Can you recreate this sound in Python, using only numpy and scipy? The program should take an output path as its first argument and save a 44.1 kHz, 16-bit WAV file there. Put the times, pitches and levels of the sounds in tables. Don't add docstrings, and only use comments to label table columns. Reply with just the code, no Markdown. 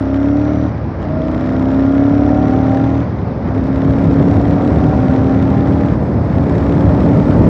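import sys
import numpy as np
from scipy import signal
from scipy.io import wavfile
from scipy.ndimage import uniform_filter1d

SR = 44100
rng = np.random.default_rng(int(sys.argv[2]) if len(sys.argv) > 2 else 0)


def store_pcm(level_fs):
    pcm = np.round(np.clip(level_fs, -1, 1) * 32767).astype(np.int16)
    wavfile.write(sys.argv[1], SR, np.atleast_2d(pcm).T)


def gain_from_db(level_db):
    decades = np.asarray(level_db, float) / 20
    return 10 ** decades


N = 330294


def evened(x):
    return x / np.sqrt(np.mean(x ** 2) + 1e-20)


def in_band(x, lo_hz, hi_hz):
    band_filter = signal.butter(4, [lo_hz, hi_hz], "bandpass", fs=SR, output="sos")
    part = signal.sosfilt(band_filter, x)
    return x / np.sqrt(np.mean(part ** 2))


def curves(rows):
    s, *columns = np.transpose(rows)
    return [np.interp(np.arange(N) / SR, s, c) for c in columns]


def resonate(x, hz, width_hz):
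    turn = np.exp(2j * np.pi * np.cumsum(hz * np.ones(len(x))) / SR)
    r = np.exp(-np.pi * width_hz / SR)
    return 2 * (turn * signal.lfilter([1 - r], [1, -r], x / turn)).real


def body(x, modes):
    out = 0
    for k, (hz, width_hz, db) in enumerate(modes):
        ring = resonate(resonate(x, hz, width_hz), hz, width_hz)
        out = out + (-1) ** k * gain_from_db(db) * ring
    return out


def turbulence(shape, patchy_db, gust_db):
    frames, hz = N // 256 + 5, np.fft.rfftfreq(1024, 1 / SR)
    a, b, patches = rng.standard_normal((frames, 513, 3)).T
    patches = uniform_filter1d(patches, size=6, axis=0)
    patches = evened(uniform_filter1d(patches, size=10, axis=1))
    gusts = evened(uniform_filter1d(rng.standard_normal(frames), size=6))
    f, db = np.transpose(shape)
    shape_db = np.interp(np.log(hz + 1), np.log(f), db)[:, None]
    level_db = shape_db + patchy_db * patches + gust_db * gusts
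    return signal.istft((a + 1j * b) * gain_from_db(level_db), nperseg=1024, noverlap=768)[1][:N]


# t/s, level/dB
WIND = [(0, -34), (.64, -25), (.8, -25), (2.1, -22.5), (2.6, -19.5), (3.2, -23), (4.2, -15), (6.2, -16.5),
        (7.49, -11)]
# f/Hz, density/dB per Hz
BUFFET = [(20, -45.5), (40, -22.5), (60, -9.5), (100, -0.5), (200, -4.5), (350, -12), (600, -18),
          (1000, -32.5), (2000, -60), (8800, -67.5), (9500, -84.5)]
# f/Hz, density/dB per Hz
ROAR = [(100, -6.5), (300, 0), (620, 5), (1000, 0.5), (1500, -6.5), (2200, -13.5), (2800, -24), (3600, -28),
        (5300, -28.5), (7000, -50), (9000, -62), (11000, -78)]
ROAR_DB, ROAR_SHUT_DB = -33.5, -2
ROAR_WITH_WIND, ROAR_BUILD = 0.24, 0.23


def wind(build_db, shut):
    buffet_db, = curves(WIND)
    roar_db = ROAR_DB + ROAR_SHUT_DB * shut + ROAR_BUILD * build_db
    roar_db += ROAR_WITH_WIND * (buffet_db - buffet_db.mean())
    buffet = in_band(turbulence(BUFFET, patchy_db=1.0, gust_db=.6), 120, 230)
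    roar = in_band(turbulence(ROAR, patchy_db=1.2, gust_db=.8), 850, 1300)
    return gain_from_db(buffet_db) * buffet + gain_from_db(roar_db) * roar


# from t/s, to t/s, multiple of cycle f, level/dB, clutch slip/s
MESH = [
    (0.2, 0.69, 17, -34, 0),
    (1.3, 2.9, 17, -33, 0),
    (1.03, 3.0, 20.5, -27.5, .17),
    (3.5, 5.92, 17, -37, 0),
    (3.49, 5.91, 20.5, -31, .06),
    (6.35, 7.49, 17, -32, 0),
    (6.35, 7.5, 24.4, -26, 0),
]
# f/Hz, width/Hz, level/dB
COVER = [(630, 51, 0), (765.6, 60, 5.5), (920, 71, -4)]
TAKE_UP_PER_SLIP_S, TAKE_UP_S = 6, .35


def gear_whine(cycle_hz):
    t, out = np.arange(N) / SR, np.zeros(N)
    waver = 1 + 0.2 * evened(uniform_filter1d(rng.standard_normal(N), size=4000))
    for start, end, multiple, db, slip_s in MESH:
        hz = multiple * np.interp(np.maximum(t, start + slip_s), t, cycle_hz)
        ringing = 0
        for ring_hz, width_hz, ring_db in COVER:
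            ringing = ringing + gain_from_db(ring_db) / (1 + (2 * (hz - ring_hz) / width_hz) ** 2)
        ringing = ringing + TAKE_UP_PER_SLIP_S * slip_s * np.exp(-abs(t - start) / TAKE_UP_S)
        loaded = np.clip(np.minimum(t - start, end - t) / 0.022, 0, 1)
        tone = np.sin(2 * np.pi * np.cumsum(hz) / SR)
        out += gain_from_db(db) * ringing * loaded * waver * tone
    return out


# t/s, peak level/dB
POPS = [
    (0.778, -30),
    (0.8403, -35),
    (0.8883, -48.5),
    (1.0268, -26),
    (1.0852, -35.5),
    (3.1983, -44),
    (3.31, -33),
    (6.102, -49),
    (6.227, -41),
    (7.308, -23),
]
# f/Hz, width/Hz, level/dB
CASING = [(1710, 710, 21), (3550, 1900, 7), (4100, 310, 0), (5240, 730, -3.5), (7280, 2500, -8)]


def pops():
    t, drive = np.arange(500) / SR, np.zeros(N)
    envelope = (1 - np.exp(-t / 0.0011)) * np.exp(-t / .003)
    noise = rng.standard_normal((len(POPS), 500))
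    for (s, db), puff in zip(POPS, noise):
        drive[round(s * SR):][:500] += gain_from_db(db - 5.5) * puff * envelope
    return gain_from_db(-3) * body(drive, CASING)


# throttle opens t/s, shuts t/s, pull level/dB, easing before shift/dB, silencer f/Hz
GEARS = [
    (-.4, 0.663, 0, -0.5, 283.6),
    (1.006, 3.011, 2.5, -6, 275.3),
    (3.435, 5.894, 0, -4.5, 272.4),
    (6.284, 7.8, -2.5, -8, 274.6),
]
SHUT_DB, CREEP_DB = -32, -17.5
BITE_DB, BUILD, EASE = -5, 0.53, 0.22
ROLL_ON_S, SNAP_S, CLUTCH_S = 0.051, .07, .1


def throttle():
    rows = []
    for opens, shuts, pull_db, ease_db, hz in GEARS:
        span = shuts - opens
        rows += [(opens - ROLL_ON_S, CREEP_DB, BITE_DB, 1, hz),
                 (opens, CREEP_DB, BITE_DB, 0, hz),
                 (opens + CLUTCH_S, pull_db + BITE_DB, BITE_DB, 0, hz),
                 (opens + BUILD * span, pull_db, 0, 0, hz),
                 (shuts - EASE * span, pull_db, 0, 0, hz),
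                 (shuts, pull_db + ease_db, 0, 0, hz),
                 (shuts + SNAP_S, SHUT_DB, 0, 1, hz)]
    return curves(rows)


CLATTER_DB, CLATTER_SHUT_DB = -44.5, -8.5
KNOCK_PEAK, KNOCK_SAG_DB, KNOCK_BITE_DB = 0.24, -1.5, -6.5
LIGHT_LOAD_DB = -1.5


def knocking(shut):
    rows = []
    for opens, shuts, *_ in GEARS:
        light_db = LIGHT_LOAD_DB * (opens < 0)
        rows += [(opens, KNOCK_BITE_DB + light_db),
                 (opens + KNOCK_PEAK * (shuts - opens), light_db),
                 (shuts, KNOCK_SAG_DB + light_db)]
    return CLATTER_DB + CLATTER_SHUT_DB * shut + curves(rows)[0]


def firings(cycles, cylinders, uneven_db):
    train = np.zeros(N)
    chance = rng.standard_normal((400, len(cylinders)))
    for k, (place, db) in enumerate(cylinders):
        at = np.flatnonzero(np.diff(np.floor(cycles - place)) > 0)
        train[at] += gain_from_db(db + uneven_db * chance[:len(at), k])
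    return train


# place in cycle/0-1, level/dB
BURNS = [(.625, -4), (0.0, 0)]


def clatter(cycles, cycle_hz, level_db):
    t = np.arange(800) / SR
    burst = (t / .0016) ** 2 * np.exp(-t / 0.0014)
    train = firings(cycles + .055, BURNS, uneven_db=2.6)
    shake = evened(signal.oaconvolve(train, burst)[:N]) + .3
    knock = .45 * evened(np.roll(train, 70))
    casing = in_band(body(shake * rng.standard_normal(N) + knock, CASING), 2500, 6000)
    cam_chain = resonate(rng.standard_normal(N), 156 * cycle_hz, 350)
    cam_chain = evened(resonate(cam_chain, 5740, 600))
    fading_db = np.interp(np.arange(N) / SR, [0, 7.49], [-9, -17])
    return gain_from_db(level_db - 4.0) * (casing + gain_from_db(fading_db) * cam_chain)


# place in cycle/0-1, level/dB
BLOWDOWN = [(.02, -5), (.413, 0)]
# f/Hz, width/Hz, level/dB
PIPE = [(194.5, 52, -12.5), (309.4, 24, -11.5), (426, 45, -21), (527, 82, -24.5), (613.3, 72, -17),
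        (750, 120, -36.5), (1220, 340, -36.5), (1407, 60, -30.5), (146, 40, -11.5), (488, 40, -32.5),
        (685, 130, -26)]
# f/Hz, width/Hz, level/dB
THUMP = [(69.5, 49, -0.5), (117.1, 30, 1.5)]
PIPE_DB, THUMP_DB = -13.5, -20
BOOM_WIDTH_HZ = 40


def exhaust(cycles, throttle_db, boom_hz):
    pulses = firings(cycles, BLOWDOWN, uneven_db=0.23)
    boom = body(pulses, [(boom_hz, BOOM_WIDTH_HZ, 0)])
    note = evened(boom - body(pulses, PIPE))
    thump = evened(body(firings(cycles, BLOWDOWN, uneven_db=1.0), THUMP))
    return gain_from_db(PIPE_DB + throttle_db) * note + gain_from_db(THUMP_DB + 0.12 * throttle_db) * thump


# t/s, four-stroke cycle f/Hz
SPEED = [(0.0, 33.12), (0.25, 35.24), (0.5, 37.39), (0.67, 37.83), (1.05, 29.11), (1.2, 30.92),
         (1.8, 33.79), (2.65, 37.98), (3.03, 39.42), (3.43, 31.32), (3.55, 33.02), (4.0, 34.26),
         (5.92, 39.92), (6.15, 38.33), (6.45, 35.03), (6.8, 35.37), (7.49, 36.72)]


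def scene():
    cycle_hz, = curves(SPEED)
    throttle_db, build_db, shut, boom_hz = throttle()
    cycles = np.cumsum(cycle_hz) / SR + .19
    air = wind(build_db, shut)
    gearbox = gear_whine(cycle_hz)
    casing = pops() + clatter(cycles, cycle_hz, knocking(shut))
    return (air + gearbox + casing + exhaust(cycles, throttle_db, boom_hz))[None]


# f/Hz, level/dB
GATE = [(6200, -96.5), (7200, -84.5), (9000, -87), (11000, -86)]
GATE_WITH_LEVEL = 0.19


def gate(x):
    hz, _, z = signal.stft(x, SR, nperseg=2048, noverlap=1024)
    power = (abs(z) ** 2).sum(1, keepdims=True)
    loud_db = uniform_filter1d(10 * np.log10(power + 1e-9), size=9, axis=2)
    edge_db = np.interp(hz, *np.transpose(GATE), left=-200)[:, None]
    edge_db = edge_db + GATE_WITH_LEVEL * (loud_db - loud_db.mean())
    kept = uniform_filter1d(abs(z), size=2, axis=1) > gain_from_db(edge_db)
    return signal.istft(z * kept, SR, nperseg=2048, noverlap=1024)[1][:, :N]


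def low_pass(x):
    return signal.sosfilt(signal.butter(12, 11200, fs=SR, output="sos"), x)


def record(dry):
    cut = signal.sosfilt(signal.butter(3, 55, "highpass", fs=SR, output="sos"), dry)
    power_db = 10 * np.log10(uniform_filter1d(cut ** 2, size=700) + 1e-9)
    over_db = uniform_filter1d(np.maximum(power_db + 15, 0), size=500)
    held = cut / gain_from_db(0.1 * over_db)
    knee, top = .7, 1.03
    over = np.maximum(abs(held) - knee, 0)
    rounded = (top - knee) * np.tanh(over / (top - knee))
    soft = np.sign(held) * (np.minimum(abs(held), knee) + rounded)
    return low_pass(gate(soft))


dry = scene()
out = record(dry)
store_pcm(out)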